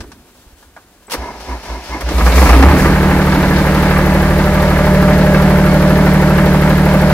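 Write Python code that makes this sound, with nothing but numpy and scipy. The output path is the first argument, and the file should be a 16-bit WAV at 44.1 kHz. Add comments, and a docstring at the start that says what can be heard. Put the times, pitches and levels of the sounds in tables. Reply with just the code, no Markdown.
"""A three-cylinder diesel catches and races up in a small tractor's cab, then settles at a fast governed speed.
The exhaust is a sum of lines locked to the engine cycle; thuds, knock and clatter are noise bursts at each firing,
over a hiss that puffs once a cycle. Before it a hand works the controls, the pinion crashes in and gear-tooth noise
cranks the engine while each stroke booms in the cab. Panels rattle and sing close to the stereo microphone."""
import sys
import numpy as np
from scipy.fft import rfft, irfft, next_fast_len
from scipy.io import wavfile
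from scipy.ndimage import map_coordinates

SR = 44100
rng = np.random.default_rng(int(sys.argv[2]) if len(sys.argv) > 2 else 0)


def wrap_up_sound(samples):
    """Save the sound to the file named by the first command line argument, as 16-bit audio."""
    columns = np.atleast_2d(samples).T
    # keep every value between -1 and 1, then stretch to whole-number steps
    tamed = np.clip(columns, -1, 1)
    steps = np.round(tamed * 32767).astype(np.int16)
    wavfile.write(sys.argv[1], SR, steps)


N = 314433
T = np.arange(N) / SR  # s
TOP_HZ = 15780  # upper limit of the final band


def amp(db):
    """Decibels to gain."""
    return 10 ** (np.asarray(db) / 20)


def unit(x):
    """Each row scaled to rms 1."""
    return x / np.sqrt(np.mean(x ** 2, axis=-1, keepdims=True) + 1e-20)


def along(points, hz):
    """Interpolate (Hz, value) points on a log frequency axis."""
    f, v = np.transpose(points)
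    return np.interp(np.log(hz + 1), np.log(f + 1), v)


def curve(rows):
    """Interpolate (time, value) rows to one value per sample."""
    s, values = np.transpose(rows)
    return np.interp(T, s, values)


def ramp(start, length):
    """A fade from 0 to 1, in seconds."""
    return np.clip((T - start) / length, 0, 1)


def wobble(rate):
    """A smooth random curve with rate knots a second."""
    knots = rng.standard_normal(int(N * rate / SR) + 4)
    return map_coordinates(knots, [T * rate], order=2)


def noise(length=N):
    """White noise, independent in the middle and side channels."""
    return rng.standard_normal((2, length))


def filtered(x, response):
    """Multiply the spectrum of x by a response of frequency."""
    n = x.shape[-1]
    m = next_fast_len(n + 4096)
    return irfft(rfft(x, m) * response(np.fft.rfftfreq(m, 1 / SR)), m)[..., :n]


def band(x, spectrum, lo_hz, hi_hz):
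    """Colour x by a spectrum between two steep edges, at rms 1."""
    def response(hz):
        low_edge = 1 + (lo_hz / (hz + 1)) ** 12
        high_edge = 1 + (hz / hi_hz) ** 12
        return amp(along(spectrum, hz)) * (low_edge * high_edge) ** -.5
    return unit(filtered(x, response))


def add(track, s, sound):
    """Mix a sound into a track from time s."""
    i = max(round(s * SR), 0)
    track[..., i:i + sound.shape[-1]] += sound[..., :max(N - i, 0)]


# Still cab colour: pitch_hz, level_db (relative)
STILL_SPECTRUM = [(15, -37), (25, -6), (59, 2.5), (119, -11), (268, -6), (651, -13), (725, -8), (807, -15),
                  (923, -12), (1280, -15), (1630, -14), (2020, -19), (15600, -28.5)]
RUMBLE_DB, RUSTLE_DB = -52, -51.5
HANDLING_DB, SETTLE_S = 22.5, 0.16  # extra as the arm leaves the lever, and its decay time


def cab():
    """Handling rumble and a rustling sleeve, as shaped noise, settle in the still cab."""
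    handling_db = HANDLING_DB * np.exp(-T / SETTLE_S)
    rumble = band(noise(), STILL_SPECTRUM, 25, 440)
    rustle = band(noise(), STILL_SPECTRUM, 410, 19000)
    rustle_db = RUSTLE_DB + .15 * handling_db + wobble(39.6)
    return amp(RUMBLE_DB + handling_db) * rumble + amp(rustle_db) * rustle


def booms(rows):
    """Each shove makes a low tone of the cab's air swell and die away."""
    out = np.zeros(N)
    for s, db, hz, length in rows:
        t = np.arange(int(length * SR)) / SR
        swell = np.sin(np.pi * (t / length) ** 0.5) ** 2
        add(out, s, amp(db) * swell * np.sin(2 * np.pi * hz * t))
    return out


# Soft bumps of the arm: start_s, level_db, pitch_hz, length_s
ARM_BUMPS = [(0.0, -29, 67, 0.044), (0.06, -41, 62, .04), (0.464, -36, 52, 0.041), (0.527, -36, 55, 0.03),
             (.655, -45, 70, .05)]


def arm_bumps():
    """The arm nudges the cab into short, soft low tones."""
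    return booms(ARM_BUMPS)


def scrapes(rows, spectrum, lo_hz):
    """Bright rubbing noises that swell quickly and fade."""
    out = np.zeros((2, N))
    for s, db, length in rows:
        u = np.arange(int(length * SR)) / int(length * SR)
        scrape = band(noise(SR), spectrum, lo_hz, TOP_HZ)[:, :len(u)]
        add(out, s, amp(db) * np.sin(np.pi * u ** 0.52) * scrape)
    return out


# Sleeve sliding over the dash: start_s, level_db, length_s
SLEEVE_SWISHES = [(.34, -55, .2), (.56, -55, 0.16)]


def sleeve():
    """Cloth slides over the dash as short strokes of filtered noise."""
    return scrapes(SLEEVE_SWISHES, STILL_SPECTRUM, lo_hz=2800)


# Bright snap of metal contacts: pitch_hz, level_db (relative)
PINION_SPECTRUM = [(59, -49), (100, -5.5), (421, -13), (498, 1), (729, -7), (940, -2.5), (3630, -13.5),
                   (5550, -12), (7150, -21.5), (10000, -18), (15600, -24)]


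def hits(rows, ring_spectrum, rise, t60, knock_db, ring_db, snap_db, snap_top_hz):
    """Contacts mix a dull knock, a ring and a bright snap; brightness trades knock for snap."""
    out = np.zeros((2, N))
    t = np.arange(SR // 4) / SR
    envelope = amp(-60 * t / t60) * (1 - np.exp(-t / rise))
    for s, db, bright_db in rows:
        knock = amp(knock_db - .35 * bright_db) * band(noise(len(t)), ring_spectrum, 190, 480)
        ring = amp(ring_db) * band(noise(len(t)), ring_spectrum, 610, 2300)
        snap = amp(snap_db + bright_db) * band(noise(len(t)), PINION_SPECTRUM, 2340, snap_top_hz)
        add(out, s, amp(db) * (knock + ring + snap) * envelope)
    return out


# Lever and switches: start_s, level_db, brightness_db
CONTROL_CLICKS = [(0.004, -32.5, 4), (0.038, -43, -3), (0.117, -40.5, 5), (0.626, -47, 0),
                  (0.764, -33.5, -12)]
# Dash ring: pitch_hz, level_db (relative)
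DASH_SPECTRUM = [(120, -55), (200, -21), (389, -21), (438, -34), (554, -4), (938, -4), (1240, -7),
                 (1320, -26), (1410, -4), (1640, -4), (2010, -15), (2600, -26), (3380, -52), (5720, -120)]


def controls():
    """The lever and switches click, ringing the dash."""
    return hits(CONTROL_CLICKS, DASH_SPECTRUM, rise=0.00064, t60=0.085,
                knock_db=-11, ring_db=5, snap_db=-4, snap_top_hz=9350)


def key():
    """Two high partials ping thinly as the ignition key is turned."""
    out = np.zeros((2, N))
    t = np.arange(SR // 6) / SR
    long_partial = np.sin(2 * np.pi * 7850 * t)
    short_partial = np.sin(2 * np.pi * 8300 * t) * np.exp(-t / .01)
    add(out, 1.069, amp(-47 - 60 * t / .13) * (long_partial + short_partial))
    return out


# Pinion against the ring gear: start_s, level_db, brightness_db
PINION_HITS = [(1.08, -40.5, -26), (1.097, -36, 0), (1.107, -33, 4), (1.117, -26, 5.5), (1.134, -22, -0.5),
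               (1.143, -24.5, -13), (2.007, -30, 0), (2.015, -27.5, -22)]


def pinion():
    """The solenoid pulls in and the pinion strikes the ring gear with bright metal contacts."""
    return hits(PINION_HITS, PINION_SPECTRUM, rise=0.0016, t60=0.092,
                knock_db=-1, ring_db=4.5, snap_db=3.0, snap_top_hz=16000)


# Slow first strokes that shake the cab: start_s, level_db, pitch_hz, length_s
STROKES = [(1.173, -19, 61.7, 0.1), (1.48, -19, 59.5, 0.15), (1.682, -19.5, 58, 0.17),
           (1.89, -21.5, 59, 0.14), (2.028, -13, 59.7, 0.15), (2.136, -6.5, 61, 0.13),
           (2.207, -3, 60.2, 0.2), (2.328, -2, 66, 0.3)]
CRANK_STROKES = 4
LAST_STROKE_S = .23  # the stroke in which the engine catches


def stroke_booms():
    """Slow compressions shove the cab's air into low booms."""
    return booms(STROKES)


def stroke_starts():
    """Start times of the cranking strokes, then the end of the last one."""
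    starts = [row[0] for row in STROKES[:CRANK_STROKES]]
    return np.array(starts + [starts[-1] + LAST_STROKE_S])


def surge(stroke, depth, peak):
    """A gain that swells and sags once a stroke; peak is a share of the stroke."""
    return 1 + np.clip(depth, 0, 1) * np.cos(2 * np.pi * (stroke - peak))


# Starter colour: pitch_hz, level_db (relative)
STARTER_SPECTRUM = [(59, -44), (100, 17), (253, -2.5), (395, 9), (430, 3.5), (603, 7.5), (882, 5.5),
                    (960, -10), (1240, 2.5), (2140, -17.5), (3270, -25.5), (5430, -22.5), (7610, -35),
                    (11900, -37.5), (15600, -43)]
# Starter and bell housing resonances: pitch_hz, width_hz, level_db (relative)
HOUSING = [(259, 73, -1), (966, 64, 3), (1694, 64, -9.5), (2125, 37, -3)]
GROWL_DB, GROWL_SURGE, GROWL_PEAK = -30, 0.35, 0.21  # level, depth (0-1), share of stroke
RASP_DB, RASP_SURGE, RASP_PEAK = -42.5, 0.23, .06  # the same three; level at the first stroke
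RASP_DB_PER_S = 7


def housing_response(f):
    """Sum the housing's resonances with alternating sign."""
    total = 0
    for k, (center, width, db) in enumerate(HOUSING):
        damping = 1j * f * width
        total = total + (-1) ** k * amp(db) * damping / (center * center - f * f + damping)
    return total


def starter():
    """Gear teeth grind and whine through the housing, their rate and strain varying once a stroke."""
    starts = stroke_starts()
    stroke = np.interp(T, starts, np.arange(len(starts)))
    growl_gain = amp(GROWL_DB) * surge(stroke, GROWL_SURGE, GROWL_PEAK)
    rasp_gain = amp(RASP_DB + RASP_DB_PER_S * (T - starts[0])) * surge(stroke, RASP_SURGE, RASP_PEAK)
    tooth_rate = 330 * (1 + .16 * np.cos(2 * np.pi * stroke) + .015 * wobble(40))
    teeth = np.cumsum(tooth_rate) / SR
    mesh = unit(np.exp(-(teeth % 1) / 0.88))
    grind = mesh * noise() + 0.23 * unit(np.diff(mesh, prepend=0))
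    # teeth press hardest during compression
    strain_db = 3 * np.cos(2 * np.pi * (stroke - .25)) + 2 * wobble(18)
    ring = unit(amp(strain_db) * filtered(grind, housing_response))
    growl = amp(-4.5) * band(grind[::-1], STARTER_SPECTRUM, 155, 2100) + amp(-3.5) * ring
    whine = unit(sum(np.sin(2 * np.pi * k * teeth) / k for k in (8, 9, 11, 14)))
    rasp = band(grind, STARTER_SPECTRUM, 2080, 14500) + amp(-12) * whine
    shake = amp(-39) * band(noise(), STILL_SPECTRUM, 35, 86)
    cranking = ramp(1.135, 0.021) * (1 - ramp(2.107, 0.12))
    return cranking * (growl_gain * growl + rasp_gain * rasp + shake)


BACKLASH_AT, BACKLASH_DB = .74, -39  # share of the stroke, level


def backlash():
    """Past each compression the engine runs ahead of the starter and the gear teeth slap over."""
    starts = stroke_starts()[:-1]
    rows = [(s, BACKLASH_DB, 0) for s in starts[:-1] + BACKLASH_AT * np.diff(starts)]
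    return hits(rows, STARTER_SPECTRUM, rise=.003, t60=0.23,
                knock_db=-11, ring_db=5, snap_db=0, snap_top_hz=13000)


# Overrun pinion skidding on the ring gear: start_s, level_db, length_s
PINION_SKIDS = [(2.244, -32, .09), (2.335, -26.5, 0.28), (2.767, -30.5, .15)]
# Treble of skids, valve gear and hiss: pitch_hz, level_db (relative)
CLATTER_SPECTRUM = [(1290, -33), (2200, 10), (2470, -4), (3290, -11), (4240, -11), (8580, -22),
                    (12200, -19), (14400, -24), (15600, -24)]


def skids():
    """The overrun pinion skids on the ring gear as bright rubbing noise."""
    return scrapes(PINION_SKIDS, CLATTER_SPECTRUM, lo_hz=4520)


# Body of the cab under light load: pitch_hz, level_db (relative)
BODY_SPECTRUM = [(110, -12), (200, -9.5), (235, -8.5), (270, 1), (335, 4.5), (370, -1), (420, -3.5),
                 (500, -6), (560, 0), (640, -6.5), (690, -11.5), (1000, 0)]
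HUM_DB, HUM_RACING_DB = -19.5, 7  # level, and extra while the engine races
HUM_CALMS_AT, RELEASE_AT = 2.85, 3.6  # s; the key is let go at the second


def freewheel():
    """The overrun starter hums roughly, as narrow noise, and shakes the floor until released."""
    level_db = HUM_DB + HUM_RACING_DB * (1 - ramp(HUM_CALMS_AT, .07))
    hum = band(noise(), BODY_SPECTRUM, 243, 240)  # crossed edges leave a narrow band
    shake = band(noise(), BODY_SPECTRUM, 58, 63)
    shake = shake + amp(-3) * band(noise(), BODY_SPECTRUM, 94, 113)
    gate = ramp(2.49, 0.061) * (1 - ramp(RELEASE_AT, .08))
    return gate * amp(level_db) * (amp(-3.0) * hum + amp(-5.0) * shake)


# Loose panels jolted by hard firings: start_s, level_db, brightness_db
PANEL_RATTLES = [(2.088, -19, 10.5), (2.182, -15.5, 7), (2.207, -10.5, -6), (2.258, -21, 14),
                 (2.358, -11, 6), (2.38, -7.5, -1), (2.491, -7.5, 4), (2.548, -16, 0), (2.59, -12, -1),
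                 (2.624, -9, 3), (2.704, -23, -6), (2.856, -10, -6)]
# Cab and engine under hard load: pitch_hz, level_db (relative)
RACING_SPECTRUM = [(71, -11), (120, -13.5), (184, 1.5), (232, -10), (274, -1.5), (375, -15), (419, -6.5),
                   (551, -9.5), (607, -9), (767, -8.5), (917, -6.5), (1220, -7), (1400, -14.5), (2370, -15),
                   (3200, -23), (4160, -57), (7040, -120)]


def rattles():
    """Hard firings jolt loose panels into short metal contacts."""
    return hits(PANEL_RATTLES, RACING_SPECTRUM, rise=0.00086, t60=0.092,
                knock_db=-3.5, ring_db=-2, snap_db=-17.5, snap_top_hz=9000)


# Engine speed once it runs: time_s, firings_per_s
SPEED = [(2.0, 8), (2.2, 13), (2.35, 20), (2.48, 27.5), (2.56, 30), (2.65, 34.6), (2.75, 37), (2.85, 38.1),
         (3.05, 37.59), (7.13, 37.59)]
FIRST_CYLINDER_AT = 3.030  # s, zero of the firing count


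def firing_count():
    """Integrate speed to firings elapsed; three of them make one engine cycle."""
    count = np.cumsum(curve(SPEED)) / SR
    return count - np.interp(FIRST_CYLINDER_AT, T, count)


def firings(count):
    """Sample index and cylinder number (0-2) of each firing."""
    for i in np.flatnonzero(np.diff(np.floor(count))):
        yield i, int(np.floor(count[i + 1])) % 3


def blows(count, cylinder_db, lag, rise, t60, alike, bed_db, scatter_db):
    """One swelling, dying burst per firing over a steady bed; each cylinder repeats part of its own ring."""
    t = np.arange(SR // 12) / SR
    alike = np.clip(alike, 0, 1)
    own = rng.standard_normal((3, 2, len(t)))
    decay = amp(-60 * t / t60) * (1 - np.exp(-t / rise))
    out = np.zeros((2, N))
    for i, k in firings(count):
        ring = np.sqrt(alike) * own[k] + np.sqrt(1 - alike) * noise(len(t))
        add(out, T[i] + lag, amp(cylinder_db[k] + scatter_db * rng.normal()) * decay * ring)
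    return unit(out) + amp(bed_db) * noise()


# Singing panel: time_s, level_db (before the mix of line and shaking)
PANEL_LEVEL = [(2.7, -27), (3.8, -25.5), (4.45, -20.5), (5.0, -17.5), (5.45, -18.5), (5.92, -19.5),
               (6.1, -21.5), (7.13, -20)]


def panel(count):
    """Every firing shakes a cab panel near 600 Hz; driven hard it sings with the sixteenth firing harmonic."""
    panel_db = curve(PANEL_LEVEL)
    singing_db = np.minimum(.5 * (panel_db + 18), 0)
    phase = 16 * 2 * np.pi * count + .6 * wobble(14)
    line = amp(singing_db - .8 + 1.6 * wobble(12)) * np.cos(phase)
    shaken = blows(count, [2, 0, 0], lag=0.002126, rise=0.0012, t60=0.54,
                   alike=0.26, bed_db=-2.5, scatter_db=2)
    shaken = band(shaken, BODY_SPECTRUM, 610, 613)
    middle_only = [[1], [0]]
    return ramp(1.925, 0.17) * amp(panel_db) * (amp(2.0) * line * middle_only + amp(-5.5) * shaken)


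# Engine load, high while racing up until the governor cuts back: time_s, load (0-1)
LOAD = [(2.06, .25), (2.22, 0.75), (2.5, 0.98), (2.64, 0.69), (2.85, 0.35), (3.5, 0.3), (3.75, 0.36),
        (4.3, .24)]
LIGHT_LOAD, GOVERNED_RATE = .24, 37.59  # load (0-1), firings per second


def speed_and_load():
    """Engine speed in doublings from the governed speed, and load."""
    return np.log2(curve(SPEED) / GOVERNED_RATE), np.clip(curve(LOAD), 0, 1)


def effort_db(law):
    """An engine layer's level follows load and speed."""
    governed_db, load_db, speed_db = law
    doublings, load = speed_and_load()
    return governed_db + load_db * (load - LIGHT_LOAD) + speed_db * doublings


CATCH_AT = 2.05  # s, combustion takes hold
# Hiss law: governed_db, db_per_unit_load, db_per_doubling_of_speed (before the mix of its parts)
HISS_LAW = (-39, 9.9, 1.8)


def hiss(count):
    """A steady noise hiss, with a thin puff on top once in each engine cycle."""
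    steady = band(noise(), CLATTER_SPECTRUM, 6300, 15800)
    age = (count + .3) % 3  # firings since the last puff began
    opening = unit((1 - np.exp(-age / .05)) * np.exp(-age / .36))
    jet = band(noise(), CLATTER_SPECTRUM, 12000, 14200)
    jet = jet + amp(-7) * band(noise(), CLATTER_SPECTRUM, 7000, 16000)
    puffs = ramp(1.7, 2.5) * opening * jet
    return ramp(CATCH_AT, 0.083) * amp(effort_db(HISS_LAW)) * (amp(0.9) * steady + amp(-5.0) * puffs)


# Exhaust lines; every third order is a firing harmonic: order (of the cycle rate), level_db (relative)
EXHAUST_LINES = [(3, -8.5), (4, -13), (5, -11.5), (6, -4), (9, -22.5), (11, -34), (12, -2), (13, -13),
                 (14, -12.5), (15, -1), (16, -12.5), (17, -14), (21, -18), (24, -19.5), (27, -19),
                 (32, -17.5), (33, -17.5), (36, -21.5), (51, -20.5)]
# Cab boom, loud in the race up, then varying as the microphone moves: time_s, level_db
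BOOM_LEVEL = [(2.71, -3), (2.82, -14.5), (3.25, -18.5), (4.0, -15.5), (4.55, -15), (5.55, -15.5),
              (6.3, -17), (7.13, -16.5)]
GOVERNOR_AT, GOVERNOR_S = 2.75, 0.083  # time and fade, s
BOOM_AT, DRONE_AT = 2.455, 2.6  # s
DRONE_DB = -13  # before the lean
LEAN_AT, LEAN_S, LEAN_DB = 4.82, 0.12, 3  # drone swells as the microphone moves down to the dash


def exhaust(count):
    """Firing pulses sound as lines of the cycle rate; the low ones boom in the cab, the others drone."""
    governed = ramp(GOVERNOR_AT, GOVERNOR_S)
    angle = 2 * np.pi * (count + 0.0017 * wobble(20)) / 3
    boom, drone = np.zeros(N), np.zeros(N)
    for order, db in EXHAUST_LINES:
        order = round(order)
        # low firing harmonics peak together; cylinder differences and higher lines fall anywhere
        together = order % 3 == 0 and order < 16
        phase = rng.uniform(0, 2 * np.pi) * (not together)
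        flicker_db = (.5 if together else 2.2) * wobble(7)
        line = amp(db + flicker_db) * np.cos(order * angle + phase)
        if order == 6:  # second firing harmonic, full from the start
            boom += line
        elif order < 8:
            boom += line * (.15 + .85 * governed)
        else:
            drone += line
    steady = slice(3 * SR, N)
    boom *= amp(curve(BOOM_LEVEL)) / boom[steady].std()
    drone *= amp(DRONE_DB + LEAN_DB * ramp(LEAN_AT, LEAN_S)) / drone[steady].std()
    return ramp(BOOM_AT, 0.028) * boom + ramp(DRONE_AT, 0.15) * drone


# Ringing of the engine block: pitch_hz, level_db (before scatter)
BLOCK_MODES = [(752, 2.5), (850, 3), (945, -30), (980, 4.5), (1180, 6.5), (1245, -1), (1340, 2.5),
               (1560, -0.5), (1665, 4), (1725, 4), (2056, -4.5), (2240, -7.5), (2606, -5.5)]


def block_ring(count, cylinder_db, lag, t60, scatter_db, mode_scatter_db):
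    """Each ignition strikes the block and wakes its modes at new strengths."""
    hz, db = np.transpose(BLOCK_MODES)
    t = np.arange(SR // 8) / SR
    envelope = amp(-60 * t / t60) * (1 - np.exp(-t / 0.00034))
    modes = np.exp(2j * np.pi * np.outer(hz, t)) * envelope
    out = np.zeros((2, N))
    for i, k in firings(count):
        mode_gain = amp(db + mode_scatter_db * rng.uniform(-1.6, 1, len(hz)))
        strength = mode_gain * np.exp(2j * np.pi * rng.random((2, len(hz))))
        blow_gain = amp(cylinder_db[k] + scatter_db * rng.uniform(-1.26, 1))
        add(out, T[i] + lag, blow_gain * (strength @ modes).real)
    return unit(out)


def voiced(x, light, lo_hz, hi_hz, load_db):
    """Hard combustion under load rings other panels than light running does."""
    _, load = speed_and_load()
    hard = amp(load_db) * band(x, RACING_SPECTRUM, lo_hz, hi_hz)
    return load * hard + (1 - load) * band(x, light, lo_hz, hi_hz)


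# Valve gear law: governed_db, db_per_unit_load, db_per_doubling_of_speed
CLATTER_LAW = (-33.5, 10.8, 1.9)


def clatter(count):
    """Valve gear ticks brightly around each firing."""
    ticks = blows(count, [1.5, -1.5, 0], lag=-.002, rise=0.00045, t60=0.16,
                  alike=0.22, bed_db=2.0, scatter_db=3.0)
    return amp(effort_db(CLATTER_LAW)) * band(ticks, CLATTER_SPECTRUM, 2930, 5900)


# Knock under light load: pitch_hz, level_db (relative)
KNOCK_SPECTRUM = [(320, -40), (550, -5), (609, 0.5), (680, -8.5), (834, -5.5), (1010, -10.5), (1100, -15),
                  (1200, -13), (1360, -10), (1650, -7.5), (1800, -11), (2210, -15), (2470, -25.5),
                  (3250, -21.5), (3600, -23), (4680, -59), (7920, -120)]
# Knock law: governed_db, db_per_unit_load, db_per_doubling_of_speed (before the mix of its parts)
KNOCK_LAW = (-20.5, 9.8, 3.6)


def knock(count):
    """Burning charges, slapping pistons and the ringing block make the diesel knock."""
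    burns = blows(count, [2, -1.5, -.5], lag=-0.00049, rise=0.0003, t60=0.19,
                  alike=0.12, bed_db=-1.5, scatter_db=2.6)
    # pistons cross over
    slaps = blows(count, [2, -2, 0], lag=.0095, rise=.001, t60=0.12,
                  alike=0.37, bed_db=-2.5, scatter_db=1.5)
    ring = block_ring(count, [3, -2, 0], lag=0.001974, t60=0.13, scatter_db=3.0, mode_scatter_db=10)
    strokes = voiced(burns + amp(-4.0) * slaps, KNOCK_SPECTRUM, 760, 2870, load_db=1.5)
    return amp(effort_db(KNOCK_LAW)) * (amp(-1) * strokes + amp(-8.0) * ring)


# Thud law: governed_db, db_per_unit_load, db_per_doubling_of_speed
BODY_LAW = (-21, 5.1, 2.1)


def body(count):
    """Combustion thuds through the cab as low noise bursts."""
    thuds = blows(count, [2, 0, -1], lag=-.001, rise=0.00072, t60=0.22,
                  alike=0.52, bed_db=-6.0, scatter_db=1.2)
    return amp(effort_db(BODY_LAW)) * voiced(thuds, BODY_SPECTRUM, 70, 776, load_db=5.5)


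def engine(count):
    """Thuds, knock and valve clatter start together when combustion takes hold."""
    return ramp(CATCH_AT, 0.014) * (body(count) + knock(count) + clatter(count))


# Width of the cab sound: pitch_hz, side_minus_mid_db (relative gain)
SIDE_DB = [(60, -30), (200, -20), (700, -26.5), (1300, -18), (2400, -2.5), (4400, -1), (15000, 0.5)]
# Balance of the microphone's ports: pitch_hz, left_minus_right_db
LEFT_DB = [(60, -0.6), (200, -0.8), (700, -1), (1290, -2.5), (2400, 1.5), (4400, 1), (8000, 4),
           (15000, 2.5)]
LEFT_LEAD = .00007  # s


def ports(hz):
    """Left and right responses share the level difference and the lead equally."""
    gain = amp(np.outer([.5, -.5], along(LEFT_DB, hz)))
    return gain * np.exp(np.outer([1j, -1j], np.pi * hz * LEFT_LEAD))


def scene():
    """Bass fills the cab alike for both ports; the treble arrives from all sides."""
    count = firing_count()
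    hand = controls() + key() + sleeve()
    gears = starter() + pinion() + backlash() + skids() + freewheel()
    running = engine(count) + panel(count) + hiss(count) + rattles()
    mid, side = cab() + hand + gears + running
    mid = mid + exhaust(count) + stroke_booms() + arm_bumps()
    side = filtered(side, lambda hz: amp(along(SIDE_DB, hz)))
    return filtered(np.array([mid + side, mid - side]), ports)


def record(dry):
    """The microphone overloads softly on loud peaks; then a brick-wall cut removes all from TOP_HZ up."""
    top, hardness = .97, 8
    driven = amp(-0.12) * dry
    clipped = driven / (1 + np.abs(driven / top) ** hardness) ** (1 / hardness)
    return filtered(clipped, lambda hz: hz < TOP_HZ)


dry = scene()
out = record(dry)
wrap_up_sound(out)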